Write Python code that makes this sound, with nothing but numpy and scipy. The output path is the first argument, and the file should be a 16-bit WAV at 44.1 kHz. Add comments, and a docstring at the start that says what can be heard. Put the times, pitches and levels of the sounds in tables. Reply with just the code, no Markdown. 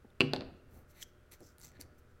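"""Ventilation hums in a small, quiet room from start to end.
First a plastic glue stick is stood on a wooden table: it knocks, rocks onto its rim and settles,
and each contact makes the tube and the table ring. Then fingers slide over craft paper with a
grainy hiss. Last they pick up a small strip and press it down with soft crackles and one sharp tick.
The room gives every knock and rustle a short echo."""
import sys
import numpy as np
from scipy import signal
from scipy.fft import rfft, irfft, next_fast_len
from scipy.io import wavfile
from scipy.ndimage import map_coordinates

SR = 44100
rng = np.random.default_rng(int(sys.argv[2]) if len(sys.argv) > 2 else 0)


def waveform_to_disk(signal):
    """Save audio, clipped to [-1, 1], as 16-bit WAV at the path in sys.argv[1]."""
    frames = np.transpose(np.atleast_2d(signal))
    scaled = np.clip(frames, -1, 1) * 32767
    samples = np.round(scaled).astype(np.int16)
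    wavfile.write(sys.argv[1], SR, samples)


N = 97020  # 2.2 s


def amp(db):
    """Turn decibels into a factor to multiply by."""
    return 10 ** (np.asarray(db) / 20)


def unit(x):
    """Scale x to an average strength (rms) of 1."""
    return x / np.sqrt(np.mean(x ** 2) + 1e-20)


def curve_at(points, hz):
    """Join (frequency, value) points on a log frequency axis and read the value at hz."""
    freqs, values = np.transpose(points)
    return np.interp(np.log(hz + 1), np.log(freqs + 1), values)


def since(start):
    """Seconds since start, zero before it."""
    return np.maximum(np.arange(N) / SR - start, 0)


def filtered(x, gain_at):
    """Multiply each frequency in x by gain_at(frequency)."""
    size = next_fast_len(N + SR // 2)
    hz = np.fft.rfftfreq(size, 1 / SR)
    return irfft(rfft(x, size) * gain_at(hz), size)[:N]


def noise(colour):
    """Noise of strength 1; its colour says how loud the low and high frequencies are."""
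    return unit(filtered(rng.standard_normal(N), lambda hz: amp(curve_at(colour, hz))))


def narrow_band(x, centre_hz, half_width):
    """Keep the part of x near one pitch, at strength 1; half_width is a share of that pitch."""
    return unit(filtered(x, lambda hz: 1 / (1 + ((hz / centre_hz - 1) / half_width) ** 2)))


def wobble(per_s):
    """A smooth curve through per_s random values a second."""
    return map_coordinates(rng.standard_normal(N // 8), [np.arange(N) * per_s / SR], mode="wrap")


def decay(start, t60, attack_s=0.00017):
    """The loudness of a blow: a quick rise, then a fade of 60 dB in t60 seconds."""
    t = since(start)
    return amp(-60 * t / t60) * (1 - np.exp(-t / attack_s))


def swell(peak, rise, fall):
    """The loudness of a stroke: a bell shape, 20 dB down at peak - rise and peak + fall."""
    t = np.arange(N) / SR - peak
    return amp(-20 * (t / np.where(t < 0, rise, fall)) ** 2)


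def ring(start, tones, attack_s):
    """A struck object: pure tones that start together and fade, each at its own speed."""
    first = round(start * SR)
    t = since(start)[first:first + SR]
    sound = sum(amp(db - 60 * t / t60) * np.sin(2 * np.pi * hz * t) for hz, db, t60 in tones)
    onset = 1 - np.exp(-t / attack_s)
    return np.pad(sound * onset, (first, N))[:N]


# Colour of the moving air, and tones of the hum: f/Hz, level/dB
AIR_COLOUR = [(20, 2.5), (50, -1.5), (80, 0), (130, -6), (200, -15), (400, -11), (600, -17), (900, -24.5),
              (1400, -16), (2100, -26), (4000, -34), (8000, -38.5), (16000, -41.5)]
HUM_TONES = [(79.5, -70.5), (120, -74.5), (180, -81.5), (240, -79), (360, -78), (480, -82), (599, -81),
             (1320, -86.5), (1440, -83)]
def ventilation(air_db=-63.5, waver_db=1.5):
    """Air rushes low and steady under a hum that wavers a little."""
    hum = 0
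    for hz, db in HUM_TONES:
        level = amp(db + waver_db * wobble(per_s=7.4))
        phase = 2 * np.pi * hz * since(0) + 0.5 * wobble(per_s=6.4)
        hum += level * np.sin(phase)
    return amp(air_db) * noise(AIR_COLOUR) + np.sqrt(2) * hum


# How long the echo takes to fade: f/Hz, t60/s
ECHO_FADE = [(100, 0.67), (400, 0.93), (1000, 0.32), (2700, 0.67), (4500, 0.44), (8000, 0.2), (15000, .2)]
# Colour of the echo: f/Hz, level/dB
ECHO_COLOUR = [(100, -9), (190, -13), (280, -16.5), (420, -11.5), (650, -9.5), (1000, -7), (1900, -12),
               (2680, -18), (3100, -14), (3600, -16), (4400, -14.5), (5600, -11.5), (8000, -16.5),
               (15000, -20.5)]
def room_echo(x, delay_s=0.008):
    """Reflections blur into a tail of noise in which each frequency dies at its own speed."""
    hz, t, spectrum = signal.stft(rng.standard_normal(SR), SR, nperseg=256)
    t60 = curve_at(ECHO_FADE, hz)[:, None]
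    fade = amp(curve_at(ECHO_COLOUR, hz)[:, None] - 60 * t / t60)
    same_energy = np.sqrt(2 * np.log(1000) / (t60 * SR))  # a longer fade adds no energy
    tail = signal.istft(spectrum * fade * same_energy, SR, nperseg=256)[1]
    return signal.fftconvolve(x, np.pad(tail, (round(delay_s * SR), 0)))[:N]


# Hand movements: loudest t/s, rise/s, fall/s, level/dB
HAND_RUBS = [(.41, 0.069, 0.19, -51.5), (.77, 0.12, 0.12, -57.5), (1.66, 0.13, 0.3, -65),
             (1.85, 0.15, 0.11, -65.5)]
# Colour of the rubbing: f/Hz, level/dB
RUBBING_COLOUR = [(30, -7.5), (80, 1), (140, -5.5), (300, -14), (700, -19), (2000, -33.5), (6000, -69)]
def hand_rubs():
    """Hands rub over the table with a low rumble that swells and fades."""
    loudness = sum(amp(db) * swell(peak, rise, fall) for peak, rise, fall, db in HAND_RUBS)
    return loudness * noise(RUBBING_COLOUR)


# Soft taps: t/s, thump level/dB, ringing level/dB, ringing t60/s
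FINGER_TAPS = [(0.047, -40, -60, 0.072), (0.766, -72, -71.5, 0.23), (1.405, -44.5, -51, 0.17),
               (1.794, -44, -51.5, 0.13), (1.853, -53, -62, 0.13), (1.921, -54.5, -69, .1)]
# Tones of the thump: f/Hz, level/dB, t60/s
THUMP_TONES = [(118, -11, .08), (241, -2, 0.034), (410.3, -4, 0.021), (780, -11, .025)]
# Colour of the table's blurred ringing: f/Hz, level/dB
RINGING_COLOUR = [(40, -14.5), (110, -6), (260, 4), (550, -6.5), (900, -19.5), (2000, -28.5), (6000, -74.5)]
def finger_taps(attack_s=0.0012):
    """Fingers tap the table through the paper: a dull thump and a blur of ringing."""
    ringing = noise(RINGING_COLOUR)
    out = np.zeros(N)
    for start, thump_db, ringing_db, t60 in FINGER_TAPS:
        out += amp(thump_db) * ring(start, THUMP_TONES, attack_s)
        out += amp(ringing_db) * decay(start, t60, attack_s) * ringing
    return out


# Slides: loudest t/s, rise/s, fall/s, body level/dB, hiss level/dB, sheen level/dB, roughness/dB
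PAPER_SLIDES = [(0.766, 0.083, 0.074, -78, -78, -70, 2), (0.913, 0.034, 0.015, -77, -73.5, -71, 0.5),
                (1.016, 0.092, 0.03, -62, -69.5, -65, 2), (1.031, 0.022, 0.0087, -72, -48.5, -55.5, 0.5),
                (1.075, 0.017, 0.039, -95, -96, -78.5, -6), (1.326, .016, 0.042, -60, -62, -62.5, 4.5),
                (1.453, 0.074, .1, -84, -70, -73, 2.5), (1.618, 0.015, 0.076, -69.5, -61.5, -64.5, 5),
                (1.652, 0.035, 0.064, -72, -64, -70.5, 4.5), (1.75, 0.054, 0.11, -73.5, -86, -88, 5.5),
                (1.806, 0.0099, 0.037, -63, -61.5, -65.5, 0.5), (1.987, 0.01, 0.023, -85, -78, -73.5, 1.5),
                (2.109, 0.026, 0.025, -91, -86, -88.5, 0)]
# Colours of a slide's low body, high hiss and very high sheen: f/Hz, level/dB
BODY_COLOUR = [(200, 4.5), (700, -1.5), (1500, -7), (2050, 8), (2700, -1.5), (3400, -5), (4400, 3),
               (4850, -21), (5500, -43), (16000, -44)]
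HISS_COLOUR = [(1500, -57), (3500, -10.5), (4700, -7.5), (5150, -6), (6100, 2.5), (6900, -6), (7500, 2.5),
               (8400, -13), (9000, -11), (11000, -26), (16000, -29)]
SHEEN_COLOUR = [(3000, -43), (7500, -41), (8400, -11.5), (9000, -0.5), (9700, -10), (10600, 1.5),
                (11300, -7), (12300, 4), (13100, -3.5), (13900, 1), (16000, -4.5)]
def paper_slides(fibres):
    """Fingers slide over the paper, and its fibres make the hiss grainy."""
    body, hiss, sheen = noise(BODY_COLOUR), noise(HISS_COLOUR), noise(SHEEN_COLOUR)
    out = np.zeros(N)
    for peak, rise, fall, body_db, hiss_db, sheen_db, rough_db in PAPER_SLIDES:
        grain = unit(amp(rough_db * fibres))
        friction = amp(body_db) * body + amp(hiss_db) * hiss + amp(sheen_db) * sheen
        out += swell(peak, rise, fall) * grain * friction
    return out


# Scrapes: loudest t/s, rise/s, fall/s, f/Hz, level/dB
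PAPER_SCRAPES = [(1.028, 0.013, 0.0084, 3270, -50), (1.027, 0.015, 0.01, 1980, -58),
                 (1.435, 0.027, 0.045, 5370, -70), (1.485, .04, 0.046, 5400, -73),
                 (1.499, .025, 0.034, 1480, -69.5), (1.755, 0.047, 0.051, 1810, -71)]
def paper_scrapes(fibres, rough_db=5.5):
    """The rough paper sings around one pitch under a finger."""
    out = np.zeros(N)
    for peak, rise, fall, hz, db in PAPER_SCRAPES:
        friction = rng.standard_normal(N) * amp(rough_db * fibres)
        out += amp(db) * swell(peak, rise, fall) * narrow_band(friction, hz, half_width=0.104)
    return out


# Snaps: t/s, crackle level/dB, ring level/dB, ring f/Hz
PAPER_SNAPS = [(.103, -69, -57.5, 3600), (1.3154, -50, -60.5, 4460), (1.3204, -47, -52, 3750),
               (1.3311, -48.5, -52.5, 4200), (1.405, -55.5, -60, 4200), (1.583, -52, -57, 4090),
               (1.5915, -54.5, -68, 4510), (1.5981, -55, -70.5, 4500), (1.6018, -54.5, -69, 4500),
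               (1.6139, -52, -51, 4320), (1.636, -49, -44, 4370), (1.8065, -49, -53, 5800),
               (1.8118, -39, -52, 4590), (1.8215, -50, -48, 4570)]
# Colour of the crackle: f/Hz, level/dB
CRACKLE_COLOUR = [(300, -27.5), (1000, -11.5), (1700, 0.5), (3200, -12), (4600, -8.5), (6500, -6),
                  (9500, 1.5), (13500, -2.5), (16000, -8.5)]
def paper_snaps(ring_t60=0.0095):
    """Each small snap crackles and makes the paper strip ring briefly."""
    crackle = noise(CRACKLE_COLOUR)
    out = np.zeros(N)
    for start, crackle_db, ring_db, hz in PAPER_SNAPS:
        out += amp(crackle_db) * decay(start, t60=0.01) * crackle
        out += ring(start, [(hz, ring_db, ring_t60)], attack_s=0.00034)
    return out


# Tones of the strip's tick: f/Hz, level/dB, t60/s
FLICK_TONES = [(1750, -9, .006), (4600, 0, .012), (6400, -4, .005), (9300, -1, .004), (12800, -2, .003)]
def strip_flick(start=1.8119, level_db=-37):
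    """The strip is let go and its end flicks against the sheet with one sharp tick."""
    return amp(level_db) * ring(start, FLICK_TONES, attack_s=0.00034)


# Contacts of the stick: t/s, then level/dB of tube, rim, table, thud, clatter, crack, clack
STICK_CONTACTS = [(0.201, -40.5, -50, -57, -56.5, -67.5, -64.5, -69.5),
                  (0.2061, -2.5, -36, -31, -16, -47, -37.5, -44),
                  (0.2142, -8.5, -38, -39.5, -41, -48.5, -54, -54.5),
                  (0.218, -18.5, -39.5, -39.5, -46, -47, -66.5, -49),
                  (0.3348, -28, -16, -48.5, -25.5, -42, -42.5, -25.5),
                  (0.3462, -50, -41.5, -42.5, -44, -55, -60.5, -39.5),
                  (0.3624, -50.5, -25.5, -44.5, -53.5, -49.5, -62, -52),
                  (0.4083, -39, -32.5, -62, -51, -52.5, -82, -58),
                  (0.4202, -42, -44, -67, -32, -57.5, -84.5, -72)]
# Tones that a contact sets ringing: f/Hz, level/dB, t60/s
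TUBE_TONES = [(1140, -27, 0.035), (1314, -21, 0.022), (1412, -29.5, 0.045), (1958, -23, 0.017),
              (2386, -19, 0.018), (2560, -18, 0.031), (2707, 4.5, 0.0086), (2795, -36.5, 0.076),
              (2918, -36.5, 0.22), (3230, -12.5, 0.011), (4150, -14, 0.012), (4400, -12, 0.009),
              (4650, -19, 0.012), (5920, -33, 0.012)]  # the hollow tube
RIM_TONES = [(1529, -31.5, 0.12), (1950, -25, 0.015), (3714, 3.5, 0.0042), (4160, 6, 0.0044),
             (4480, -7.5, .008)]  # its rim
TABLE_TONES = [(82.4, -12.5, 0.33), (119.1, -4.5, 0.29), (145.15, -3, 0.55), (175.3, -0.5, .18),
               (231, -2.5, 0.21), (263.5, 1.5, 0.27), (329, -5.5, 0.36), (385.5, 3, .22), (460, -14, 0.21),
               (485, -7.5, 0.32)]  # the table top
THUD_TONES = [(329, 3.5, 0.012), (556, -19, 0.012), (779.6, -20, 0.025), (1020, -16.5, 0.042)]  # the short thud under the stick
CLACK_TONES = [(470.3, -3, .03), (565, -6, .08), (660, -7, .03), (800, -6.5, .028), (970, -13.5, 0.033)]  # the hollow ring as the base slaps down
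EDGE_TONES = [(5850, -2.5, .008), (7760, 4, 0.0045), (8580, 1, .005), (10710, 2, 0.0035),
              (13200, -0.5, .003), (14700, -6.5, .003)]  # the hard plastic edge
# Colours of the wood's clatter (many higher tones) and the bright crack: f/Hz, level/dB
CLATTER_COLOUR = [(60, -20), (150, -7), (300, 8), (480, -5), (620, 0), (950, -12), (1200, -18),
                  (1550, -12.5), (2200, -18), (5000, -38.5), (12000, -70)]
CRACK_COLOUR = [(3000, -23), (5800, -5), (6900, -5.5), (7700, 6.5), (8500, -0.5), (10200, -2), (13000, -9),
                (16000, -16.5)]
def glue_stick(low_cut_hz=85):
    """Each contact cracks, rings the tube and rim and pushes the table; the deepest bass is cut away."""
    out = np.zeros(N)
    for start, tube_db, rim_db, table_db, thud_db, clatter_db, crack_db, clack_db in STICK_CONTACTS:
        out += amp(tube_db) * ring(start, TUBE_TONES, attack_s=0.0016)
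        out += amp(rim_db) * ring(start, RIM_TONES, attack_s=0.00065)
        out += amp(crack_db) * ring(start, EDGE_TONES, attack_s=0.0001)
        # These three start their swing in the opposite direction.
        out -= amp(table_db) * ring(start, TABLE_TONES, attack_s=0.0042)
        out -= amp(thud_db) * ring(start, THUD_TONES, attack_s=0.00068)
        out -= amp(clack_db) * ring(start, CLACK_TONES, attack_s=0.0003)
        # Both noises have a strong, short burst and a softer, longer tail.
        clatter_fade = amp(14) * decay(start, t60=0.04) + decay(start, t60=0.089)
        crack_fade = amp(-5.5) * decay(start, t60=0.017) + amp(-26.5) * decay(start, t60=0.17)
        out += amp(clatter_db) * clatter_fade * noise(CLATTER_COLOUR)
        out += amp(crack_db) * crack_fade * noise(CRACK_COLOUR)
    low_cut = signal.butter(2, low_cut_hz, "highpass", fs=SR, output="sos")
    return signal.sosfilt(low_cut, out)


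def scene():
    """Add the knocks, the paper, their echo and the ventilation into one channel."""
    knocks = glue_stick() + finger_taps() + hand_rubs()
    fibres = wobble(per_s=870)  # the paper's roughness, shared by slides and scrapes
    rustle = paper_slides(fibres) + paper_scrapes(fibres) + paper_snaps() + strip_flick()
    echo = room_echo(knocks + amp(-4.5) * rustle)  # the paper echoes less than the knocks
    return (knocks + rustle + echo + ventilation())[None]


def record(dry, top_hz=16000):
    """Cut away the very highest treble."""
    return filtered(dry[0], lambda hz: hz < top_hz)[None]


dry = scene()
out = record(dry)
waveform_to_disk(out)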